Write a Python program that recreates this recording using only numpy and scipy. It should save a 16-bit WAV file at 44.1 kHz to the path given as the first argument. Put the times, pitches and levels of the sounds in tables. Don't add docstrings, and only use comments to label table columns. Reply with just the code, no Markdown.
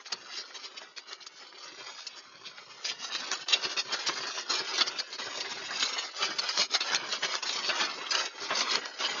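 import sys
import numpy as np
from scipy import signal
from scipy.fft import rfft
from scipy.io import wavfile
from scipy.ndimage import uniform_filter1d

SR = 44100
rng = np.random.default_rng(int(sys.argv[2]) if len(sys.argv) > 2 else 0)


def wrap_up_sound(samples):
    columns = np.atleast_2d(samples).T
    tamed = np.clip(columns, -1, 1)
    steps = np.round(tamed * 32767).astype(np.int16)
    wavfile.write(sys.argv[1], SR, steps)


N = 405719

# f/Hz, density/dB per Hz
JOINT_SPECTRUM = [(1400, -40), (2300, -7), (2800, -5), (3700, -3), (4300, 1.5), (4950, 0), (5500, -2.5),
                  (5750, -6), (6750, -7.5), (6900, -15.5), (7200, -34.5), (7700, -42.5)]
# f/Hz, density/dB per Hz
BOARD_SPECTRUM = [(120, -44.5), (300, -12), (550, -6), (850, -2.5), (1000, 1.5), (1300, 3), (1600, 1),
                  (2000, -1), (2500, -5), (3500, -4.5), (7000, -49.5)]
# f/Hz, density/dB per Hz
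WALL_SPECTRUM = [(55, -25.5), (100, -14), (170, -9), (260, -3.5), (330, -1.5), (382, 7), (440, 0),
                 (600, -2), (1000, -13), (4000, -73.5)]
# f/Hz, density/dB per Hz
FRAME_SPECTRUM = [(60, -33.5), (88, -4), (132, -3.5), (165, -6), (205, -6.5), (260, -2.5), (350, -21),
                  (1000, -64.5)]


def amp(db):
    return 10 ** (np.asarray(db) / 20)


def unit(x):
    return x / np.sqrt(np.sum(x ** 2) + 1e-20)


def add(mix, s, sound):
    part = mix[max(round(s * SR), 0):][:len(sound)]
    part += sound[:len(part)]


def drift(per_s, size=N):
    knots = np.arange(size) * per_s / SR
    return np.interp(knots, np.arange(4096), rng.standard_normal(4096))


def colour(points, size=2048):
    hz, db = np.transpose(points)
    bin_hz = abs(np.fft.fftfreq(size, 1 / SR)) + 1
    log_gain = np.log(amp(np.interp(np.log(bin_hz), np.log(hz), db)))
    spectrum = np.exp(np.conj(signal.hilbert(log_gain)))
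    return np.fft.ifft(spectrum).real[:size // 2]


def ring(pulse, top_hz, t60, ring_db, scatter_s, count, size=3000):
    t = np.arange(size) / SR
    place, phase, damping = rng.random((3, count, 1))
    mode_hz = top_hz * (np.arange(count)[:, None] + 2 * place) / count
    modes = rng.standard_normal((count, 1)) * np.sin(2 * np.pi * (mode_hz * t + phase))
    modes *= amp(-60 * t / (t60 * (.5 + damping)))
    click = rng.standard_normal(size) * np.exp(-t / scatter_s)
    click = unit(signal.fftconvolve(click, pulse)[:size])
    modes = unit(signal.fftconvolve(modes.sum(0), pulse)[:size])
    return unit(click + amp(ring_db) * modes)


def slips(per_s, jitter, spread_db, size=N):
    gap, strength = rng.standard_normal((2, size // 16))
    at = np.cumsum(np.exp(jitter * gap)) * SR / per_s
    at = (at - at[0]).astype(int)
    inside = at < size
    train = np.zeros(size)
    train[at[inside]] = amp(spread_db * np.clip(strength, -2, 2))[inside]
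    return unit(train) * np.sqrt(size)


def chatter(level_db, rings, per_s, jitter, spread_db, turns_per_s, turns_db, flutter_db, count=2):
    out = np.zeros(N)
    level = amp(level_db + flutter_db * drift(70)) / np.sqrt(count)
    for _ in range(count):
        run = level * slips(per_s, jitter, spread_db)
        length, strength, part = rng.random((3, 1024))
        edges = np.append(0, np.cumsum(.5 + length) * SR / turns_per_s).astype(int)
        for start, end, push, pick in zip(edges[edges < N], edges[1:], strength, part):
            turn = signal.fftconvolve(run[start:end], rings[int(pick * len(rings))])
            add(out, start / SR, amp(turns_db * (2 * push - 1)) * turn)
    return out / np.sqrt(np.mean(amp(turns_db * np.linspace(-1, 1)) ** 2))


def shaking(tremor_boards_db=1.5, build_up=1.63, crest_shape=1.44):
    # t/s, joint level/dB
    tremor = [(0.0, -53.5), (0.3, -50), (0.95, -57.5), (1.9, -56), (2.75, -54), (3.1, -53), (4.3, -44.5),
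              (5.1, -44), (5.6, -43), (6.68, -50), (7.7, -48.5), (8.33, -62), (8.6, -54.5), (9.2, -54.5)]
    # crest t/s, joint level/dB, ebb/s, boards relative to joints/dB
    lurches = [(0.065, -40, 0.011, -30), (0.37, -39, 0.031, -19), (0.65, -42.5, 0.027, -9.5),
               (0.778, -41.5, 0.0064, -16), (0.835, -50.5, 0.022, 2), (1.123, -42, 0.023, -1),
               (1.227, -43, 0.0071, -25), (1.44, -49, 0.072, -9.5), (1.673, -49.5, 0.071, 2),
               (1.812, -41, 0.017, -2.5), (1.889, -43.5, 0.037, -2.5), (1.994, -42.5, 0.038, -18),
               (2.18, -47.5, 0.03, -0.5), (2.467, -38, 0.011, -13), (2.592, -42.5, 0.016, -4),
               (2.708, -51, 0.019, -5), (2.897, -34, 0.037, -7), (3.043, -34, 0.021, -5.5),
               (3.151, -31, 0.023, -7.5), (3.237, -41.5, 0.099, -2), (3.329, -39, 0.09, -1.5),
               (3.552, -36.5, 0.025, 3), (3.651, -29, 0.019, -4.5), (3.716, -38.5, 0.037, -2.5),
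               (3.785, -37, 0.0072, 1), (3.939, -30.5, 0.02, -1.5), (4.094, -29, 0.0062, -1.5),
               (4.201, -37.5, 0.23, -2), (4.388, -35, 0.031, -2.5), (4.546, -30.5, 0.031, -6),
               (4.588, -33, 0.023, -4), (4.718, -35.5, 0.044, -2.5), (4.801, -31, 0.035, -0.5),
               (5.134, -35, 0.0061, -6), (5.221, -35.5, 0.012, -4), (5.265, -42, 0.021, 6.5),
               (5.376, -37.5, 0.026, -2.5), (5.549, -40, 0.066, -3), (5.723, -46, 0.023, 8.5),
               (5.839, -28, 0.042, -7.5), (5.976, -35, 0.12, -3), (6.238, -27.5, 0.033, -4.5),
               (6.303, -38, 0.031, 2), (6.451, -35.5, 0.041, -1.5), (6.605, -26, 0.033, -6),
               (6.748, -25, 0.016, -3.5), (6.879, -35, 0.034, -1.5), (6.931, -30, 0.02, 0),
               (7.003, -43.5, 0.098, 6.5), (7.144, -31.5, 0.032, -1), (7.259, -37.5, 0.036, 1),
               (7.347, -30.5, 0.026, -2), (7.469, -33.5, 0.019, -3.5), (7.574, -35.5, 0.075, -3.5),
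               (7.691, -28, 0.025, -0.5), (7.819, -31.5, 0.048, 3.5), (8.008, -43, 0.32, 4),
               (8.201, -31, 0.05, -4.5), (8.26, -38, 0.026, 2.5), (8.51, -39.5, 0.028, 4.5),
               (8.582, -25, 0.016, -4.5), (8.631, -38.5, 0.14, 5), (8.751, -30, 0.032, -0.5),
               (8.878, -44, 0.048, 5), (9.048, -33.5, 0.033, 1), (9.108, -40.5, 0.028, 0),
               (9.164, -38.5, 0.12, 3)]
    t = np.arange(N) / SR
    joints = amp(np.interp(t, *np.transpose(tremor))) ** 2
    boards = joints * amp(tremor_boards_db) ** 2
    for s, db, ebb, boards_db in lurches:
        near = slice(*np.searchsorted(t, [s - 4 * ebb, s + 4 * ebb]))
        away = np.maximum((s - t[near]) / build_up, t[near] - s) / ebb
        power = (amp(db) * np.exp(-away ** crest_shape)) ** 2
        joints[near] += power
        boards[near] += power * amp(boards_db) ** 2
    return 10 * np.log10(joints), 10 * np.log10(boards)


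def gripping():
    # middle t/s, drop/dB, time from the middle to half that drop/s
    lulls = [(0.038, 10, 0.013), (0.948, 6, 0.012), (1.33, 1, 0.036), (2.098, 1, 0.018),
             (3.451, 19, 0.0072), (3.84, 6, 0.0087), (4.335, 6, 0.0088), (4.456, 7, 0.033),
             (5.07, 7, 0.036), (5.172, 16, 0.01), (5.683, 2.5, 0.013), (6.122, 4, 0.021), (6.678, 7, 0.016),
             (7.2, 4, 0.011), (7.411, 7, 0.0094), (8.083, 5.5, 0.015), (8.31, 5.5, 0.025),
             (8.968, 5.5, 0.019)]
    t = np.arange(N) / SR
    return sum(db / (1 + np.square(np.square((t - s) / half))) for s, db, half in lulls)


def rumbling(lumps_per_s=9, lumps_db=7):
    # t/s, level/dB
    rumble = [(0, -79), (1.0, -79), (1.5, -78.5), (3.0, -73), (4.6, -68.5), (6.2, -67.5), (9.2, -70)]
    pulse = colour(FRAME_SPECTRUM, size=8192)
    rings = [ring(pulse, 180, t60=0.039, ring_db=-8.5, scatter_s=0.00063, count=8) for _ in range(12)]
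    level_db = np.interp(np.arange(N) / SR, *np.transpose(rumble))
    level_db += lumps_db * np.minimum(drift(lumps_per_s), 1)
    return chatter(level_db, rings, per_s=200, jitter=0.77, spread_db=8.0,
                   turns_per_s=5.8, turns_db=1.5, flutter_db=3.0)


def thudding(boards_db, follows=0.83, pivot_db=-39.5, below_db=-13):
    pulse = colour(WALL_SPECTRUM)
    rings = [ring(pulse, 800, t60=0.024, ring_db=-14.0, scatter_s=0.0036, count=14) for _ in range(50)]
    level_db = pivot_db + follows * (boards_db - pivot_db) + below_db
    return chatter(level_db, rings, per_s=230, jitter=.8, spread_db=3.5,
                   turns_per_s=20, turns_db=2.0, flutter_db=1.5)


def ticking(joints_db, per_s=28, above_db=19, spread_db=3, board_db=-5, hardest_db=-36):
    out = np.zeros(N)
    pulse = unit(colour(JOINT_SPECTRUM)) + amp(board_db) * unit(colour(BOARD_SPECTRUM))
    times = np.cumsum(rng.exponential(1 / per_s, size=400))
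    for s, push in zip(times, np.clip(rng.standard_normal(len(times)), -2, 2)):
        tap = ring(pulse, 7400, t60=0.017, ring_db=-4.5, scatter_s=0.00043, count=14, size=1500)
        load_db = min(joints_db[min(int(s * SR), N - 1)], hardest_db)
        add(out, s, amp(load_db + above_db + spread_db * push) * tap)
    return out


def rattling(boards_db, gain_db=-1.17):
    pulse = colour(BOARD_SPECTRUM)
    rings = [ring(pulse, 3225, t60=0.034, ring_db=-8.5, scatter_s=0.0024, count=30) for _ in range(70)]
    return chatter(boards_db + gain_db, rings, per_s=330, jitter=.7, spread_db=2,
                   turns_per_s=35, turns_db=3.5, flutter_db=0.5)


def thumps(length_s=0.027, gain_db=2.5, board_db=-1, frame_db=-14):
    # t/s, level/dB before gain_db
    jolts = [(0.126, -46), (0.38, -52), (1.419, -59), (1.72, -57), (3.557, -49), (3.643, -40.5),
             (3.759, -45.5), (4.088, -41), (4.232, -49), (4.599, -41.5), (4.72, -45), (4.939, -47.5),
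             (5.258, -46.5), (5.375, -46), (5.447, -42.5), (6.227, -49), (6.588, -37), (6.92, -46),
             (7.02, -46), (8.01, -45.5), (8.412, -44.5), (8.505, -30.5), (8.766, -39)]
    out, t = np.zeros(N), np.arange(SR // 6) / SR
    pulse = unit(colour(WALL_SPECTRUM))
    pulse = pulse + amp(board_db) * unit(colour(BOARD_SPECTRUM)) + amp(frame_db) * unit(colour(FRAME_SPECTRUM))
    force = np.exp(-(t / length_s) ** 2)
    for s, db in jolts:
        cluster = force * slips(per_s=200, jitter=0.36, spread_db=0.5, size=len(t))
        answer = ring(pulse, 1600, t60=0.045, ring_db=-6, scatter_s=0.0026, count=16)
        sound = unit(signal.fftconvolve(cluster, answer))
        add(out, s, amp(db + gain_db) * np.linalg.norm(force) * sound)
    return out


def raps(gain_db=24, wall_db=-14):
    # t/s, level/dB before gain_db
    strikes = [(0.506, -46.5), (0.8152, -43.5), (1.526, -48), (1.982, -45), (2.5825, -43.5), (3.151, -35),
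               (3.779, -34.5), (4.0145, -50), (4.095, -28), (4.2343, -37), (4.5114, -33), (5.826, -33),
               (6.23, -30), (7.34, -33), (8.509, -28)]
    out = np.zeros(N)
    pulse = unit(colour(BOARD_SPECTRUM)) + amp(wall_db) * unit(colour(WALL_SPECTRUM))
    for s, db in strikes:
        answer = ring(pulse, 2000, t60=0.039, ring_db=0.5, scatter_s=0.0039, count=12)
        add(out, s, amp(db + gain_db) * answer)
    return out


def clacks(rise_s=0.0015):
    # t/s, level/dB, length/s
    judders = [(8.1053, -25.5, 0.021), (8.146, -26.5, 0.009)]
    # f/Hz, relative level/dB, t60/s
    bright_modes = [(2700, -3, 0.04), (3280, -3, 0.034), (4320, 4, 0.044), (4900, 8.5, 0.039),
                    (5920, 0.5, 0.014), (6600, -15, 0.016)]
    out, t = np.zeros(N), np.arange(3000) / SR
    for s, db, length in judders:
        force = (1 - np.exp(-t / rise_s)) * np.exp(-(t / length) ** 6)
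        run = force * slips(per_s=1300, jitter=0.41, spread_db=0, size=len(t))
        sound = 0
        for hz, mode_db, t60 in bright_modes:
            mode = np.sin(2 * np.pi * hz * t) * amp(-60 * t / t60)
            sound = sound + amp(mode_db) * unit(signal.fftconvolve(run, mode))
        add(out, s, amp(db) * np.linalg.norm(force) * unit(sound))
    return out


def knocks(rise_s=0.0025, length_s=0.013, t60=0.018, gain_db=2.5, joint_db=-7, board_db=-10):
    # t/s, level/dB before gain_db, note f/Hz
    strikes = [(0.125, -30.5, 4420), (1.205, -47, 4150), (1.266, -41.5, 4700), (2.352, -50, 4440),
               (2.581, -54, 3640), (3.147, -35, 4100), (3.485, -35, 3840), (3.926, -30.5, 5250),
               (4.068, -28, 5570), (4.776, -30, 5640), (4.785, -27.5, 4030), (4.995, -30.5, 4300),
               (5.152, -42, 4460), (5.705, -34, 1560), (5.857, -31.5, 4050), (6.389, -26.5, 4280),
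               (6.432, -36, 5000), (6.487, -27.5, 4840), (6.749, -26, 4180), (6.804, -30, 4240),
               (6.953, -28, 4200), (7.343, -41, 5160), (7.489, -29.5, 3930), (7.689, -26.5, 2680),
               (7.807, -28.5, 3250), (8.064, -36, 3240), (8.148, -27.5, 2890), (8.253, -39, 3750),
               (8.616, -33, 3720), (9.044, -27.5, 2930)]
    out, t = np.zeros(N), np.arange(3000) / SR
    pulse = amp(joint_db) * unit(colour(JOINT_SPECTRUM)) + amp(board_db) * unit(colour(BOARD_SPECTRUM))
    force = (1 - np.exp(-t / rise_s)) * np.exp(-(t / length_s) ** 2)
    for s, db, hz in strikes:
        run = force * slips(per_s=900, jitter=0.6, spread_db=-1.0, size=len(t))
        note = np.sin(2 * np.pi * hz * t) * amp(-60 * t / t60)
        jar = ring(pulse, 7400, t60=0.02, ring_db=-6.0, scatter_s=0.00023, count=14)
        sound = unit(signal.fftconvolve(run, note))
        sound = sound + np.linalg.norm(pulse) * unit(signal.fftconvolve(run, jar))
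        add(out, s, amp(db + gain_db) * np.linalg.norm(force) * unit(sound))
    return out


def snaps(gain_db=6.5, board_db=-8, creep_s=0.0027, creep_db=-7):
    # t/s of the sudden slip, level/dB before gain_db
    cracks = [(0.0624, -26.5), (0.1271, -11.5), (0.9825, -20), (1.1315, -19), (1.266, -27.5),
              (2.0064, -27.5), (2.8523, -16), (3.3155, -10), (3.486, -13), (3.5299, -13), (4.087, -11),
              (4.81, -6), (4.821, -13), (4.8802, -14), (5.0018, -18), (5.1278, -20), (5.7085, -25.5),
              (6.4898, -12.5), (6.5758, -8), (6.587, -11), (6.6185, -8), (6.7536, -9.5), (6.8077, -14),
              (6.947, -5.5), (7.126, -12), (7.3536, -10.5), (7.426, -20), (7.4936, -15), (8.152, -17),
              (8.26, -17), (8.6076, -6.5), (8.7123, -16), (8.7558, -5), (8.8576, -17)]
    out = np.zeros(N)
    pulse = unit(colour(JOINT_SPECTRUM)) + amp(board_db) * unit(colour(BOARD_SPECTRUM))
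    before = np.arange(SR // 40)[::-1] / SR
    for s, db in cracks:
        creep = np.exp(-before / creep_s) * slips(per_s=1300, jitter=0.64, spread_db=0.5, size=len(before))
        run = amp(creep_db) * unit(creep)
        run[-1] += 1
        answer = ring(pulse, 7400, t60=0.016, ring_db=-3, scatter_s=0.0009, count=24)
        add(out, s - before[0], amp(db + gain_db) * unit(signal.fftconvolve(run, answer)))
    return out


def creaking(joints_db, gain_db=0.37):
    pulse = colour(JOINT_SPECTRUM)
    rings = [ring(pulse, 7380, t60=0.0039, ring_db=-8.0, scatter_s=0.00011, count=45, size=1500)
             for _ in range(80)]
    return chatter(joints_db + gain_db, rings, per_s=560, jitter=.8, spread_db=4.5,
                   turns_per_s=30, turns_db=4, flutter_db=1.5)


def crunches(creak_db=0.3, wall_db=-13, rise_s=0.0022):
    # t/s, level/dB, length/s, board relative to that level/dB
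    releases = [(0.119, -29.5, 0.008, -8), (0.363, -35.5, 0.054, -12), (0.538, -41.5, 0.035, -7.5),
                (0.962, -40, 0.034, -10), (1.262, -41.5, 0.0096, -8), (2.065, -33.5, 0.011, -32),
                (2.843, -32, 0.029, -23), (3.313, -32.5, 0.025, 1), (3.482, -30, 0.034, -19),
                (3.522, -19, 0.022, -15), (3.765, -28.5, 0.046, -13), (4.06, -30, 0.039, -13.5),
                (4.492, -29, 0.035, -4.5), (4.807, -24, 0.017, -3), (4.862, -31, 0.028, -10),
                (4.985, -31, 0.022, -10.5), (5.182, -40, 0.035, 1), (5.403, -27, 0.01, -22),
                (5.82, -31.5, 0.01, 2), (6.384, -22.5, 0.0072, -14), (6.492, -35, 0.026, -2),
                (6.569, -34, 0.017, -15), (6.801, -29.5, 0.026, -9), (6.944, -28, 0.019, -8),
                (7.121, -31, 0.017, -12), (7.223, -33.5, 0.034, 5), (7.423, -31.5, 0.017, -8),
                (7.491, -36, 0.016, -13), (7.801, -34.5, 0.022, 1), (8.117, -40.5, 0.067, 6),
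                (8.144, -37, 0.018, 1), (8.4, -39.5, 0.072, -5), (8.605, -26, 0.016, -4),
                (8.705, -27.5, 0.017, -11), (8.988, -34.5, 0.045, -9.5)]
    out = np.zeros(N)
    joint, board, wall = colour(JOINT_SPECTRUM), colour(BOARD_SPECTRUM), colour(WALL_SPECTRUM)
    t = np.arange(SR // 6) / SR
    for s, db, length, body_db in releases:
        force = (1 - np.exp(-t / rise_s)) * np.exp(-(t / length) ** 5)
        force /= force.max()
        run = force * slips(per_s=1100, jitter=.6, spread_db=3.0, size=len(t))
        parts = [(creak_db, ring(joint, 7400, t60=0.0044, ring_db=-17.0, scatter_s=0.0002, count=36)),
                 (body_db, ring(board, 3200, t60=0.0067, ring_db=-6.5, scatter_s=0.001, count=20)),
                 (body_db + wall_db, ring(wall, 800, t60=0.058, ring_db=-9.5, scatter_s=0.00034, count=10))]
        for part_db, answer in parts:
            sound = unit(signal.fftconvolve(run, answer))
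            add(out, s, amp(db + part_db) * np.linalg.norm(force) * sound)
    return out


def wander(x, turns_per_s=7, spread_s=0.013, size=2048):
    # f/Hz, spread/dB
    depth = [(900, 2.5), (2200, 7.5), (4000, 10.5), (7000, 12.5)]
    hz, s, z = signal.stft(x, SR, nperseg=size, noverlap=size * 3 // 4)
    place = s * turns_per_s
    last, blend = place.astype(int), place % 1 * np.pi / 2
    delay = np.arange(size) / SR
    fading = unit(np.exp(-delay / spread_s) * (delay > .0006))
    paths = rng.standard_normal((last[-1] + 2, size)) * fading
    ripple = rfft(paths).real.T * np.sqrt(2)
    ripple = ripple[:, last] * np.cos(blend) + ripple[:, last + 1] * np.sin(blend)
    gain = amp(np.minimum(ripple, 1) * np.interp(hz, *np.transpose(depth))[:, None])
    gain /= np.sqrt(uniform_filter1d(gain ** 2, size=61, axis=0))
    both_sides = np.log(np.vstack([gain, gain[-2:0:-1]]))
    phase = -signal.hilbert(both_sides, axis=0).imag[:len(hz)]
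    return signal.istft(z * gain * np.exp(1j * phase), SR, nperseg=size, noverlap=size * 3 // 4)[1][:N]


def scene():
    grip_db = gripping()
    joints_db, boards_db = np.array(shaking()) - grip_db
    chattering = rumbling() * amp(-grip_db) + thudding(boards_db) + ticking(joints_db)
    chattering = chattering + rattling(boards_db) + creaking(joints_db)
    blows = thumps() + raps() + clacks() + knocks() + snaps()
    blows = blows + wander(crunches(), spread_s=0.0061)
    return (wander(chattering) + blows)[None]


def suppress(x, bass_below_db=-35.5, floor_db=-90, corner_hz=220, size=1024):
    hz, _, z = signal.stft(x, SR, nperseg=size, noverlap=size * 3 // 4)
    power = uniform_filter1d(abs(z) ** 2, size=17, axis=-1)
    total = power.sum(-2, keepdims=True)
    bass = total * amp(bass_below_db) ** 2 / (1 + (hz[:, None] / corner_hz) ** 8)
    limit = amp(floor_db) ** 2 + bass
    z = z / (1 + (limit / (abs(power) + 1e-16)) ** 6)
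    return signal.istft(z, SR, nperseg=size, noverlap=size * 3 // 4)[1][:, :N]


def record(dry, bass_hz=90, edge_hz=7550):
    thin = signal.sosfilt(signal.butter(6, bass_hz, "high", fs=SR, output="sos"), dry)
    band_limit = signal.firwin(401, edge_hz, window=("kaiser", 9), fs=SR)
    return signal.oaconvolve(suppress(thin), band_limit[None], "same")


dry = scene()
out = record(dry)
wrap_up_sound(out)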